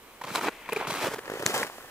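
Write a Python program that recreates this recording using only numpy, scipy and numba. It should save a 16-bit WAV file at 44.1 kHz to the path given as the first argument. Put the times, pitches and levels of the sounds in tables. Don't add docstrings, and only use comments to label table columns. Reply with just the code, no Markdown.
import sys
import numpy as np
from scipy import signal
from scipy.fft import rfft, irfft
from scipy.io import wavfile
from scipy.ndimage import uniform_filter1d
from numba import njit

SR = 44100
rng = np.random.default_rng(int(sys.argv[2]) if len(sys.argv) > 2 else 0)


def waveform_to_disk(signal):
    frames = np.transpose(np.atleast_2d(signal))
    scaled = np.clip(frames, -1, 1) * 32767
    samples = np.round(scaled).astype(np.int16)
    wavfile.write(sys.argv[1], SR, samples)


def elevation(decibels):
    levels = np.asarray(decibels, float)
    return 10 ** (levels / 20)


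N = 83790

# time in seconds, crush level in dB, brightness in dB.
PRESSURE_STEPS = [
    [(.2, -53, -5), (.262, -47, 3.5), (.272, -37, -1.5), (.335, -41, 5.5), (.352, -32.5, 5),
     (.39, -32.5, -0.5), (.402, -40, 1.5), (.435, -32.5, -0.5), (.488, -27, -8.5)],
    [(.498, -48, -1), (.66, -49.5, -5), (.78, -39, -1), (.8, -32, -7.5), (.862, -39, -10),
     (.875, -36.5, 3.5), (.95, -35, 2.5), (1.0, -36, 1.5)],
    [(1.03, -28.5, 0.5), (1.08, -32.5, 1), (1.09, -39.5, 2), (1.125, -38.5, 2.5), (1.143, -37, 2.5),
     (1.15, -46.5, 4), (1.22, -48.5, -1)],
    [(1.25, -45, -3), (1.38, -40.5, 1), (1.44, -40.5, 0.5), (1.455, -43, 5), (1.47, -35, 8.5),
     (1.53, -35.5, 4), (1.55, -29.5, 5.5), (1.62, -32.5, 3), (1.66, -41.5, 3)],
    [(1.69, -47.5, 4.5), (1.9, -48, -1)],
]
# start in seconds, peak in dB, pocket pitch in
# Hz, length in seconds, spray in dB.
SNOW_SLIPS = [(0.131, -56, 494, 0.0062, 0), (0.213, -16.5, 938, 0.008, -2), (0.238, -15, 1029, 0.011, 0),
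              (0.263, -49, 468, .004, 0), (0.302, -17, 1360, 0.0065, -18), (0.38, -9.5, 942, .018, -11),
              (0.439, -20.5, 386, 0.015, 2), (0.69, -15.5, 993, 0.0058, 2), (0.7222, -12, 440, 0.012, 4),
              (0.762, -12, 420, 0.012, 1.5), (0.789, -25, 440, 0.0097, -4), (0.873, -28.5, 576, 0.0031, 7),
              (0.901, -23.5, 980, 0.0039, 11.5),
              (1.076, -20, 497, 0.0028, -14), (1.136, -24, 454, 0.007, 10.5),
                (1.159, -27, 820, 0.0023, 2.5), (1.183, -25.5, 404, 0.0081, 6.5),
                (1.2554, -26.5, 1070, 0.0015, -11), (1.299, -22.5, 524, 0.0012, 6),
                (1.3178, -25.5, 440, 0.001, 6), (1.3358, -22.5, 424, 0.0043, 3.5),
                (1.3541, -26, 434, 0.004, 4), (1.372, -26, 484, 0.0014, -12),
                (1.3952, -26.5, 354, 0.005, 10), (1.404, -18.5, 590, 0.013, -21),
                (1.424, -25.5, 440, 0.0028, 11), (1.459, -20.5, 505, 0.0023, 8.5),
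                (1.541, -19.5, 844, 0.0043, 11), (1.5596, -15, 504, 0.0075, -18),
                (1.6296, -26, 920, 0.004, 13), (1.666, -22.5, 1560, 0.0091, 4),
                (1.699, -28, 920, 0.00057, -18), (1.783, -30.5, 650, 0.001, 2)]
SNAP_TIMES = [.3578, .358, .7225, .7325, .762, 1.4632, 1.4633, 1.4634, 1.4635, 1.542, 1.5795, 1.6305, 1.845]
# peak in dB, pitch in Hz, ringing in cycles.
SNAP_TONES = [(-15, 3990, 6.9), (-11, 7200, 1), (-24, 2500, 16), (-18, 11100, 3.5), (-23.5, 2380, 16),
              (-5, 6820, 6), (-13.5, 11000, 4.7), (-14, 4230, 6.1), (-11.5, 1800, 2.9), (-42, 5800, 2.),
              (-10.5, 11000, 1.4), (-15, 1890, 4.5), (-34, 680, 1.9)]
# time of the peak in seconds, peak in dB, pitch in Hz.
LUMPS = [(0.265, -33.5, 695), (0.2745, -34, 850), (0.283, -30, 1460), (0.3206, -37, 388), (0.342, -34, 880),
         (0.3513, -13, 1070), (.3579, -12.5, 980), (0.3924, -30, 960), (0.4121, -18, 1380),
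         (0.4246, -24, 1190), (0.439, -19, 1270), (0.4449, -16.5, 930), (0.4499, -18.5, 990),
         (0.4605, -22, 360), (0.4728, -24, 980), (0.478, -31, 433), (0.4841, -18.5, 450),
         (0.4851, -19.5, 2380), (0.4906, -27, 417), (0.6605, -30, 2590), (.6802, -29, 1345),
         (0.8011, -24.5, 430), (0.8116, -17.5, 880), (0.8277, -18.5, 870), (0.8495, -20.5, 1000),
         (0.8716, -19, 1110), (0.88, -30, 530), (0.8973, -25.5, 315), (.908, -15.5, 1000),
         (0.9211, -20, 1470), (.9293, -20.5, 1140), (0.9408, -18.5, 1000), (0.9503, -20, 1200),
         (0.9567, -20, 850), (0.971, -26, 1130), (0.9837, -22.5, 1220), (0.9926, -22, 1110),
         (1.0148, -25.5, 486), (1.0235, -24, 2100), (1.0293, -20, 404), (1.0465, -17.5, 566),
         (1.0563, -25, 600), (1.0618, -17.5, 524), (1.0697, -14.5, 505), (1.0802, -21.5, 460),
         (1.1169, -25.5, 460), (1.1436, -27, 425), (1.1909, -25, 1590), (1.2565, -24, 1500),
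         (1.2794, -24, 450), (1.4341, -21.5, 375), (1.4726, -22.5, 325), (1.4967, -20.5, 386),
         (1.5042, -21, 690), (1.5902, -22, 640), (1.6, -22, 454), (1.6063, -25, 1120), (1.617, -19, 460),
         (1.6318, -16.5, 880), (1.6469, -27, 450)]
# start in seconds, peak in dB, pitch in Hz.
SETTLING = [(.243, -41.5, 128), (0.313, -32.5, 168), (0.877, -33.5, 140), (0.919, -32.5, 170),
            (1.034, -35, 111), (1.083, -30, 200), (1.169, -35, 267), (1.395, -45, 150), (1.457, -28, 120),
            (1.479, -35.5, 220), (1.555, -41, 119), (0.359, -45.5, 121)]
# time in seconds, level in dB.
POWDER_FLOW = [(.46, -90), (.51, -55), (.6, -56.5), (.68, -54), (.8, -55), (.96, -81), (.985, -43),
               (1.03, -54), (1.1, -90)]
# frequency in Hz, grain level in dB.
CRUSH_COLOUR = [(60, -92), (200, -21), (430, -15.5), (650, -21.5), (1150, -16.5), (1700, -24.5),
                (2400, -27.5), (3300, -29), (14000, -36.5)]
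# frequency in Hz, density in dB.
FOREST_COLOUR = [(15, -29), (25, -3), (60, -12), (220, -16.5), (1000, -25), (3000, -20), (4600, -27),
                 (16000, -23.5)]
# time in seconds, lag of the left port in samples, left minus right in dB.
WALKER_BEARING = [(0, 3.5, -4), (.5, 0.5, -1.3), (.95, 2.5, -2), (1.15, -1.5, -2.5), (1.3, -7.5, -2),
                  (1.9, -5.5, -3)]
# resonance in Hz, width in Hz, level in dB.
FOOTPRINT_HOLLOWS = [
    (440, 245, -7),
    (1070, 770, -8),
    (2370, 585, 1),
    (3240, 156, -2),
    (3980, 200, -2),
]

GRAINS_PER_S, GRAIN_CYCLES, GRAIN_SPREAD_DB = 18000, 1.88, 1
CRUSH_DB, CLUMP_DB = 4.5, 0.92
FINE_SHARE = .75
POCKET_CYCLES, POCKET_DB = 1.81, -17
SPRAY_DB, SPRAY_TILT_DB_PER_OCTAVE, SPRAY_ON_S = -14.5, 0.5, .004
LUMP_CYCLES, LUMP_DB, EDGE_DB, EDGE_HZ, CRUMB_DB = 2.36, -7, -19, 3700, -5.5
SNAP_TAIL_S, SNAP_TAIL_DB = .0025, -10.
POWDER_HZ, POWDER_OCTAVES, POWDER_CYCLES = 2300, 0.23, 5.6
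THUD_CYCLES = 2
FOREST_DB, RUSTLE_RISE_DB_S = -55, 2
PASS_S, BEHIND_SHIFT = 1.05, 0.765
LAG_SCATTER_SAMPLES, TREBLE_LEFT_DB_PER_OCTAVE = 2.4, 2.5
MIC_LOW_HZ, TOP_HZ = 113.4, 15450


def col(table, k, x, log=False):
    a = np.array(table, float)
    if log:
        return np.interp(np.log(x), np.log(a[:, 0]), a[:, k])
    return np.interp(x, a[:, 0], a[:, k])


@njit
def rings(start, hz, cycles, size, n, sr):
    out = np.zeros(n)
    for g in range(len(start)):
        first = int(start[g]) + 1
        decay = 5 / cycles[g] * hz[g] / sr
        pole = 2j * np.pi * hz[g] / sr - decay
        z = size[g] * np.e * decay * np.exp(pole * (first - start[g]))
        turn = np.exp(pole)
        for k in range(first, min(n, first + int(9 / decay) + 2)):
            out[k] += z.imag * (k - start[g])
            z *= turn
    return out


def place(t, hz, cycles, db, scatter, aim=0.92):
    t, hz, cycles, db, scatter = [a.ravel() for a in np.broadcast_arrays(t, hz, cycles, db, scatter)]
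    lag = aim * col(WALKER_BEARING, 1, t) * np.clip(hz / 1800, .4, 1)
    lag = lag + LAG_SCATTER_SAMPLES * scatter * np.minimum(1, (2500 / hz) ** .65)
    treble = np.clip(np.log2(hz / 700), -.2, 1.6)
    pan = col(WALKER_BEARING, 2, t) + TREBLE_LEFT_DB_PER_OCTAVE * treble
    hz = np.clip(hz, 30, .42 * SR)
    cycles = np.clip(cycles, .4, 30)
    ports = []
    for side in (1, -1):
        start = np.clip(t * SR + side * lag / 2, 0, N)
        ports.append(rings(start, hz, cycles, elevation(db + side * pan / 2), N, 1. * SR))
    return np.array(ports)


def unit_scatter(u):
    return np.sqrt(12) * (u - .5)


def walk(rate):
    k = int(SR / rate)
    held = np.repeat(rng.standard_normal(N // 20), k)[:N]
    return 1.3 * uniform_filter1d(uniform_filter1d(held, k), k)


def press(k, t):
    return col(sum(PRESSURE_STEPS, []), k, t)


def grain_db(hz, t, u):
    bright = press(2, t) * np.clip(np.log2(hz / 2500), 0, 1)
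    larger = GRAIN_SPREAD_DB * np.minimum(-np.log(1 - u), 4)
    return col(CRUSH_COLOUR, 1, hz, True) + 20 * np.log10(hz / 500) + bright + larger


def forest():
    f = np.arange(N // 2 + 1) * SR / N + 1
    mid, side = rfft(rng.standard_normal((2, N))) * elevation(col(FOREST_COLOUR, 1, f, True))
    side = side * np.clip(0.24 + f / 1600.0, 0, 1)
    x = irfft(np.array([mid + side, mid - side]), N)
    level = FOREST_DB + RUSTLE_RISE_DB_S * np.arange(N) / SR + .4 * walk(42.5)
    return x / x.std() * elevation(level)


def crush():
    when, pitch, size, spread = rng.random((4, int(GRAINS_PER_S * N / SR)))
    t = when * N / SR
    hz = 130 * 124 ** pitch ** FINE_SHARE
    clump = CLUMP_DB * walk(320)[(t * SR).astype(int)] * np.clip(3000 / hz, 0, 1)
    db = press(1, t) + grain_db(hz, t, size) + clump + CRUSH_DB
    return place(t, hz, GRAIN_CYCLES, db, unit_scatter(spread))


def slips():
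    start, peak, pocket_hz, length, spray = np.array(SNOW_SLIPS, float).T[:, :, None]
    turn = np.round(length * pocket_hz * np.arange(6) / 6) / pocket_hz
    knock = place(start + turn, pocket_hz, POCKET_CYCLES, peak + POCKET_DB, 0)
    when, pitch, size, spread = rng.random((4, len(start), 80))
    t = start + (length + SPRAY_ON_S) * when ** 1.3
    hz = 300 * 50 ** pitch
    tilt = SPRAY_TILT_DB_PER_OCTAVE * np.log2(hz / 1000)
    db = peak + spray + SPRAY_DB + grain_db(hz, t, size) + tilt
    return knock + place(t, hz, GRAIN_CYCLES, db, unit_scatter(spread))


def thuds():
    t, db, hz = np.array(SETTLING, float).T
    return place(t, hz, THUD_CYCLES, db, 0)


def ticks():
    peak_s, db, hz = np.array(LUMPS, float).T
    knock = place(peak_s - LUMP_CYCLES / 5 / hz, hz, LUMP_CYCLES, db + LUMP_DB, 0)
    edge = place(peak_s - 0.3 / hz, EDGE_HZ, 0.66, db + LUMP_DB + EDGE_DB, 0)
    when, pitch, size, spread = rng.random((4, len(peak_s), 16))
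    t = peak_s[:, None] + SPRAY_ON_S * (when - .2)
    fine_hz = 600 * 25 ** pitch
    crumb_db = db[:, None] + CRUMB_DB + grain_db(fine_hz, t, size)
    crumbs = place(t, fine_hz, GRAIN_CYCLES, crumb_db, unit_scatter(spread))
    return knock + edge + crumbs


def snaps():
    t = np.array(SNAP_TIMES)
    db, hz, cycles = np.array(SNAP_TONES, float).T
    crack = place(t, hz, cycles, db, 0, aim=0.095)
    when, pitch, spread = rng.random((3, len(t), 12))
    splinter_s = t[:, None] + SNAP_TAIL_S * 3 * when
    splinter_hz = hz[:, None] * 2 ** (3.4 * pitch - .7)
    splinter_db = db[:, None] + SNAP_TAIL_DB - 18 * when
    return crack + place(splinter_s, splinter_hz, 1.0, splinter_db, unit_scatter(spread))


def powder():
    pitch, scatter = rng.standard_normal((2, 4000))
    begin, end = POWDER_FLOW[0][0], POWDER_FLOW[-1][0]
    t = begin + (end - begin) * rng.random(4000)
    hz = POWDER_HZ * 2 ** (POWDER_OCTAVES * pitch)
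    return place(t, hz, POWDER_CYCLES, col(POWDER_FLOW, 1, t), scatter)


def hollows(x, shift):
    out = x
    for hz, width, db in FOOTPRINT_HOLLOWS:
        centre = hz * (shift if hz > 2000 else 1)
        b, a = signal.iirpeak(centre, hz / width, SR)
        out = out + elevation(db) * signal.lfilter(b, a, x)
    return out


def scene():
    snow = crush() + slips() + ticks()
    passed = np.clip((np.arange(N) / SR - PASS_S) * 20, 0, 1)
    snow = (1 - passed) * hollows(snow, 1.0) + passed * hollows(snow, BEHIND_SHIFT)
    walker = snow + snaps() + powder() + thuds()
    low_cut = signal.butter(3, MIC_LOW_HZ, "high", fs=SR, output="sos")
    return signal.sosfilt(low_cut, walker) + forest()


def roll_off(x):
    return signal.sosfilt(signal.butter(12, 16660, fs=SR, output="sos"), x)


def record(dry):
    top_cut = signal.ellip(8, .2, 60, TOP_HZ, fs=SR, output="sos")
    mix = signal.sosfilt(top_cut, dry)
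    return roll_off(mix)


dry = scene()
out = record(dry)
waveform_to_disk(out)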